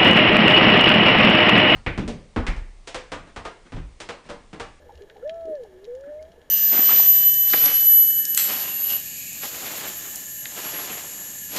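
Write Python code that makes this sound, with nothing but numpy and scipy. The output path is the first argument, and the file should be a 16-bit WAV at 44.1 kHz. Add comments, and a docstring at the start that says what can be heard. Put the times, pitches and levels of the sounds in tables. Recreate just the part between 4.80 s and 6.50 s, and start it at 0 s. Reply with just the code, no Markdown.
"""A humpback whale sings one near-pure moan that arches up, sinks and climbs again: a gliding sine with resonant overtones.
Far whales hoot (short gliding sines), a grunt passes (sine pulses); gurgles (decaying noise bands) and
low knocks (damped sines) come before and after it. Snapping shrimp crackle (filtered clicks) in steady shaped
water noise over a rocky reef. Snaps and hiss ring in the camera's housing; a low rumble swells and sinks,
a faint fizz comes and goes."""
import sys
import numpy as np
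from scipy import signal
from scipy.fft import rfft, irfft
from scipy.io import wavfile
from scipy.ndimage import uniform_filter1d

SR = 44100
rng = np.random.default_rng(int(sys.argv[2]) if len(sys.argv) > 2 else 0)


def output_pcm(signal):
    """Save a mono or channel-first signal as 16-bit PCM at the path in sys.argv[1].

    Samples are clipped to [-1, 1] before scaling.
    """
    pcm = np.clip(np.atleast_2d(signal).T, -1, 1) * 32767
    wavfile.write(sys.argv[1], SR, np.round(pcm).astype(np.int16))


N = 74970
T = np.arange(N) / SR   # s


def from_db(db):
    """Decibels to amplitude gain."""
    return 10 ** (np.asarray(db) / 20)


def rms_one(x):
    """Scale to unit rms."""
    return x / np.sqrt(np.mean(x ** 2) + 1e-20)


def curve(rows, size=220):
    """Join (t, value) rows linearly; round corners over size samples."""
    return uniform_filter1d(np.interp(T, *np.transpose(rows)), size)


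def lowpass(x, order, hz):
    """Butterworth low-pass."""
    return signal.sosfilt(signal.butter(order, hz, fs=SR, output="sos"), x)


def drift(hz):
    """Random wander below hz, unit rms."""
    settled = lowpass(rng.standard_normal(2 * N), 2, hz)[N:]
    return rms_one(settled)


def resonate(x, hz, width_hz):
    """One resonance, unit gain at its peak."""
    b, a = signal.iirpeak(hz, hz / min(width_hz, SR / 4), fs=SR)
    return signal.lfilter(b, a, x + 1e-18)


def band(x, hz, width_hz):
    """A resonance applied twice, for steep sides."""
    return resonate(resonate(x, hz, width_hz), hz, width_hz)


def noise_band(hz, width_hz):
    """Settled unit-rms noise in one band."""
    return rms_one(band(rng.standard_normal(2 * N), hz, width_hz)[N:])


# moan pitch: t/s, f/Hz (before jitter)
MOAN_PITCH_HZ = [(.33, 444.3), (.40, 413.8), (.426, 479.4), (.438, 504.3), (.447, 567.5), (.48, 621.7),
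                 (.515, 659), (.55, 665), (.595, 666), (.65, 656.4), (.70, 633.3), (.755, 593.7),
                 (.80, 509.7), (.85, 434), (.90, 375.7), (.96, 366), (1.02, 388.8), (1.06, 419),
                 (1.078, 480), (1.11, 481.5), (1.21, 547.7), (1.275, 571.3), (1.297, 599), (1.325, 595.6),
                 (1.37, 609.4), (1.46, 638), (1.53, 682)]
# moan fundamental: t/s, level/dB rms (before shimmer)
MOAN_LEVEL_DB = [(.31, -58), (.34, -56.5), (.422, -49), (.431, -35), (.438, -30.5), (.444, -39.5),
                 (.45, -31), (.466, -27.5), (.479, -30), (.493, -30), (.507, -34), (.59, -36.5), (.66, -34),
                 (.73, -28.5), (.753, -29.5), (.772, -37.5), (.79, -38), (.812, -33.5), (.822, -41.5),
                 (.838, -38), (.848, -48.5), (.91, -54), (.96, -46.5), (1.01, -51.5), (1.04, -44),
                 (1.07, -47.5), (1.081, -34.5), (1.145, -33.5), (1.20, -42), (1.275, -38.5), (1.325, -36),
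                 (1.41, -39), (1.49, -52.5), (1.55, -63.5)]
MOAN_JITTER_REL, MOAN_SHIMMER_DB = 0.0015, 0.17   # rms
OCTAVE_DB, OCTAVE_PEAK_HZ, OCTAVE_WIDTH_HZ = -27, 1346, 83
THIRD_DB, THIRD_PEAK_HZ, THIRD_WIDTH_HZ = -23.5, 1726, 93   # third harmonic


def moan():
    """A gliding, almost pure tone whose overtones light up as they cross resonances."""
    hz = curve(MOAN_PITCH_HZ, size=500) * (1 + MOAN_JITTER_REL * drift(90))
    phase = 2 * np.pi * np.cumsum(hz) / SR
    sounding = (T > MOAN_LEVEL_DB[0][0]) & (T < MOAN_LEVEL_DB[-1][0])
    level_db = curve(MOAN_LEVEL_DB) + MOAN_SHIMMER_DB * drift(42)
    level = np.sqrt(2) * sounding * from_db(level_db)   # rms to peak
    octave = from_db(OCTAVE_DB) * band(level * np.sin(2 * phase), OCTAVE_PEAK_HZ, OCTAVE_WIDTH_HZ)
    third = from_db(THIRD_DB) * band(level * np.sin(3 * phase), THIRD_PEAK_HZ, THIRD_WIDTH_HZ)
    return level * np.sin(phase) + octave + third


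# far hoots: start t/s, length/s, start f/Hz, end f/Hz, mid-note level/dB rms (before flicker)
FAR_HOOTS = [(0.0, 0.059, 612, 554, -59.5), (0.055, 0.043, 490, 475, -49.5),
             (0.091, 0.023, 897.6, 865, -47.5), (0.097, 0.026, 823, 804, -52.5),
             (.125, 0.022, 485, 495, -50.5), (0.178, 0.052, 480, 470, -56),
             (0.208, .042, 395.6, 417, -43.5), (0.324, .03, 453.6, 475, -54.5),
             (0.358, 0.015, 784, 792, -51), (0.365, 0.028, 495, 471, -52), (0.499, 0.1, 380, 499, -57),
             (0.847, 0.011, 790, 775, -49.5), (1.27, 0.034, 278.3, 282, -52), (1.571, 0.024, 430, 492, -54)]
HOOT_ATTACK_S, HOOT_RELEASE_S = 0.0039, 0.003
HOOT_SAG_DB, HOOT_FLICKER_DB = 5.5, 1.5


def hoots():
    """Short gliding notes of distant whales: quick attack, sag, release."""
    out = np.zeros(N)
    for start_s, length_s, start_hz, end_hz, db in FAR_HOOTS:
        age = T - start_s
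        along = np.clip(age / length_s, 0, 1)
        attack = np.clip(age / HOOT_ATTACK_S, 0, 1)
        release = np.clip((length_s - age) / HOOT_RELEASE_S + .5, 0, 1)
        phase = 2 * np.pi * np.cumsum(start_hz + (end_hz - start_hz) * along) / SR
        level_db = db + HOOT_SAG_DB * (.5 - along) + HOOT_FLICKER_DB * drift(70)
        out += np.sqrt(2) * attack * release * from_db(level_db) * np.sin(phase)
    return out


# grunt pulses: start t/s, f/Hz, envelope peak level/dB
GRUNT_PULSES = [(.650, 361, -38), (.669, 391.7, -37), (.679, 425, -30), (0.694, 350, -33),
                (0.707, 383, -32.5), (.717, 432, -35), (.726, 450, -35.5)]
GRUNT_SWELL_S = 0.0049   # onset to peak


def grunt():
    """An uneven run of pulses, each a few cycles long."""
    out = np.zeros(N)
    for start_s, hz, db in GRUNT_PULSES:
        age = np.maximum(T - start_s, 0)
        swell = age / GRUNT_SWELL_S
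        envelope = (swell * np.exp(1 - swell)) ** 4
        out += from_db(db) * envelope * np.sin(2 * np.pi * hz * age)
    return out


SEA_T60_S, SEA_BUILDUP_S, SEA_DB = 1, 0.014, -26.5


def sea(x):
    """Long diffuse reverberation between surface and seabed: convolution with decaying noise."""
    tail = rng.standard_normal(N) * from_db(-60 * T / SEA_T60_S) * (1 - np.exp(-T / SEA_BUILDUP_S))
    unit_energy = tail / np.sqrt(np.sum(tail ** 2))
    return from_db(SEA_DB) * signal.fftconvolve(x, unit_energy)[:N]


# gurgles: start t/s, centre f/Hz, width/Hz, level/dB rms (before attack and decay), t60/s
WATER_GURGLES = [(.093, 845, 237, -44, 0.064), (0.298, 1684, 348, -47.5, 0.074),
                 (0.361, 778, 248, -55, 0.2), (0.421, 1400, 252, -54.5, 0.092),
                 (0.837, 796, 259, -58, 0.16), (1.237, 1540, 350, -46, 0.047),
                 (1.271, 1600, 414.6, -55.5, 0.2), (1.322, 800, 148, -51, 0.046),
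                 (1.348, 2280, 250, -59, 0.032), (1.391, 2132, 200, -57, 0.067),
                 (1.448, 1800, 200, -52, 0.043)]
GURGLE_ATTACK_S = 0.0017


def gurgles():
    """Sudden splutters of tiny bubbles around one pitch, as quickly dying noise bands."""
    out = np.zeros(N)
    for start_s, hz, width_hz, db, t60_s in WATER_GURGLES:
        age = np.maximum(T - start_s, 0)
        bubbles = rms_one(band(rng.standard_normal(N), hz, width_hz))
        attack = 1 - np.exp(-age / GURGLE_ATTACK_S)
        out += from_db(db - 60 * age / t60_s) * attack * bubbles
    return out


# low knocks: start t/s, f/Hz, peak level/dB (before attack and decay), t60/s
LOW_KNOCKS = [(0.147, 67.4, -36.5, 0.27), (0.51, 199, -42.5, .07), (1.498, 174, -39.5, 0.059)]
KNOCK_ATTACK_S = 0.0065


def knocks():
    """Dull bumps, each one damped low mode."""
    out = np.zeros(N)
    for start_s, hz, db, t60_s in LOW_KNOCKS:
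        age = np.maximum(T - start_s, 0)
        attack = 1 - np.exp(-age / KNOCK_ATTACK_S)
        out += from_db(db - 60 * age / t60_s) * attack * np.sin(2 * np.pi * hz * age)
    return out


# housing resonances: f/Hz, width/Hz, own peak gain/dB
HOUSING_MODES = [(859, 80, 7), (1510, 70, 2), (1725, 95, 15), (2110, 320, 6.5), (2865, 140, 8),
                 (3076, 100, 5.5), (3274, 70, 10.5), (3830, 70, 5.5), (3920, 33, 7), (4310, 20, 6),
                 (5524, 54, 5.5), (5850, 70, 0), (6790, 260, 6), (9950, 1600, -0.5)]


def housing(x):
    """The housing's resonances ring on with whatever passes through."""
    return x + sum((from_db(db) - 1) * resonate(x, hz, width_hz) for hz, width_hz, db in HOUSING_MODES)


SNAP_WIDTH_REL = 0.96   # width / centre f
SNAP_ECHO_S, SNAP_ECHO_DB = 0.0019, -5
SNAP_SCATTER_DB, SNAP_T60_S = -10, 0.014
SNAP_TAIL_DB, SNAP_TAIL_T60_S = -24.5, 0.086
SNAP_PRECURSOR_S, SNAP_PRECURSOR_DB = 0.00096, -13   # the claw shuts just before the bubble collapses
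SNAP_DULL_HZ, SNAP_TREBLE_HZ, SNAP_TREBLE_DB = 7000, [9000, 11500], -4.5


def snap(hz, size=4096):
    """One collapsing bubble: a click, its bounce off the rock and a scattered tail; unit energy."""
    age = T[:size]
    scatter = from_db(SNAP_SCATTER_DB - 60 * age / SNAP_T60_S)
    tail = from_db(SNAP_TAIL_DB - 60 * age / SNAP_TAIL_T60_S)
    click = rng.standard_normal(size) * (scatter + tail)
    click[0] += 1
    click[int(SNAP_ECHO_S * rng.uniform(.8, 1.2) * SR)] += from_db(SNAP_ECHO_DB)
    click = np.pad(click, (int(SNAP_PRECURSOR_S * SR) + 1, 0))
    click[0] = from_db(SNAP_PRECURSOR_DB)
    coloured = resonate(click, hz, SNAP_WIDTH_REL * hz)
    coloured = resonate(coloured, hz, 2 * SNAP_WIDTH_REL * hz)
    rung = housing(coloured)
    treble_band = signal.butter(3, SNAP_TREBLE_HZ, "band", fs=SR, output="sos")
    treble = from_db(SNAP_TREBLE_DB) * signal.sosfilt(treble_band, rung)
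    sound = lowpass(rung, 6, SNAP_DULL_HZ) + treble
    return sound / np.sqrt(np.sum(sound ** 2))


# near snaps: main click t/s, level/dB (SNAP_DB is added), centre f/Hz
NEAR_SNAPS = [(.1218, -53, 5000), (.154, -44.5, 4170), (0.1758, -46, 4200), (.2205, -43.5, 3520),
              (0.298, -38, 2370), (0.3678, -46.5, 2480), (0.476, -45.5, 3500), (0.4951, -27.5, 2720),
              (.543, -50, 4100), (.6086, -52, 3900), (0.6546, -50, 5440), (0.7535, -46.5, 4500),
              (0.835, -46.5, 6586), (1.0438, -42, 5000), (1.0515, -41.5, 3930), (1.1505, -45.5, 5500),
              (1.2095, -50.5, 5427), (1.4262, -44, 6137), (1.452, -53, 3000), (1.5183, -47, 4000),
              (1.6162, -47.5, 3187)]
SNAP_DB = 12.5
FAR_SNAPS_PER_S, FAR_SNAPS_DB, FAR_SNAPS_SPREAD_DB = 190, -75.5, 2


def shrimp():
    """Single near snaps over the random crackle of the colony."""
    near = np.zeros(2 * N)
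    for click_s, db, hz in NEAR_SNAPS:
        sound = from_db(db + SNAP_DB) * snap(hz)
        at = int((click_s - SNAP_PRECURSOR_S) * SR)
        near[at:at + len(sound)] += sound
    sizes_db = FAR_SNAPS_SPREAD_DB * np.minimum(rng.exponential(1, N), np.pi)
    sizes = from_db(sizes_db) * rng.choice([-1, 1], N)
    clicks = sizes * (rng.random(N) < FAR_SNAPS_PER_S / SR)
    scatter = rng.standard_normal(N) * from_db(-60 * T / SNAP_T60_S)
    crackle = lowpass(signal.fftconvolve(clicks, scatter)[:N], 4, 7000)
    far = housing(resonate(crackle, 3600, 5200))
    return near[:N] + from_db(FAR_SNAPS_DB) * rms_one(far)


# water noise spectrum before the housing: f/Hz, relative level/dB
WATER_SPECTRUM = [(20, 11), (45, 4.5), (90, -2), (130, 0.5), (250, -0.5), (330, 0.5), (600, -1.5),
                  (750, -6), (1100, -12), (1600, -16), (2300, -20.5), (4000, -22.5), (7200, -25),
                  (7900, -29.5), (9000, -26), (15000, -29)]
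WATER_DB, WATER_FLICKER_DB = -56, 1   # rms
# far-song drones: f/Hz, width/Hz, level/dB rms
SONG_DRONES = [(408, 110, -61.5), (500.5, 61, -63.5), (611, 66, -65)]


def water():
    """Steady broad noise through the housing, with narrow noise drones, the blur of far song."""
    hz, db = np.transpose(WATER_SPECTRUM)
    bins_hz = np.maximum(np.fft.rfftfreq(N, 1 / SR), 1)
    gain = from_db(np.interp(np.log(bins_hz), np.log(hz), db))
    hiss = irfft(rfft(rng.standard_normal(N)) * gain, N)
    out = from_db(WATER_DB + WATER_FLICKER_DB * drift(44)) * rms_one(housing(hiss))
    for drone_hz, width_hz, drone_db in SONG_DRONES:
        out += from_db(drone_db) * noise_band(drone_hz, width_hz)
    return out


# rumble: t/s, level/dB rms
RUMBLE_LEVEL_DB = [(0, -55.5), (.22, -55.5), (.30, -71), (.45, -62.5), (.58, -54), (.69, -67), (.80, -60),
                   (1.0, -65.5), (1.15, -61), (1.29, -62.5), (1.39, -55), (1.52, -62.5), (1.6, -67),
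                   (1.7, -75)]
RUMBLE_HZ, RUMBLE_WIDTH_HZ = 70.1, 10.5


def rumble():
    """A narrow low noise drone that swells and sinks."""
    return from_db(curve(RUMBLE_LEVEL_DB)) * noise_band(RUMBLE_HZ, RUMBLE_WIDTH_HZ)


FIZZ_AT_S, FIZZ_SPREAD_S, FIZZ_HZ, FIZZ_DB = .71, .018, 11000, -72


def fizz():
    """A faint, brief Gaussian swell of bright hiss beside the grunt."""
    swell = np.exp(-((T - FIZZ_AT_S) / FIZZ_SPREAD_S) ** 2)
    hiss = rms_one(resonate(rng.standard_normal(N), FIZZ_HZ, FIZZ_HZ / 2))
    return from_db(FIZZ_DB) * swell * hiss


def scene():
    """Sum all layers to one channel; only moan, hoots and grunt feed the sea reverberation."""
    song = moan() + hoots() + grunt()
    passing = gurgles() + knocks()
    background = shrimp() + water() + rumble() + fizz()
    return (song + sea(song) + passing + background)[None]


CUTOFF_HZ = 15000


def record(dry):
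    """Steep elliptic low-pass."""
    return signal.sosfilt(signal.ellip(12, .1, 70, CUTOFF_HZ, fs=SR, output="sos"), dry)


dry = scene()
out = record(dry)
output_pcm(out)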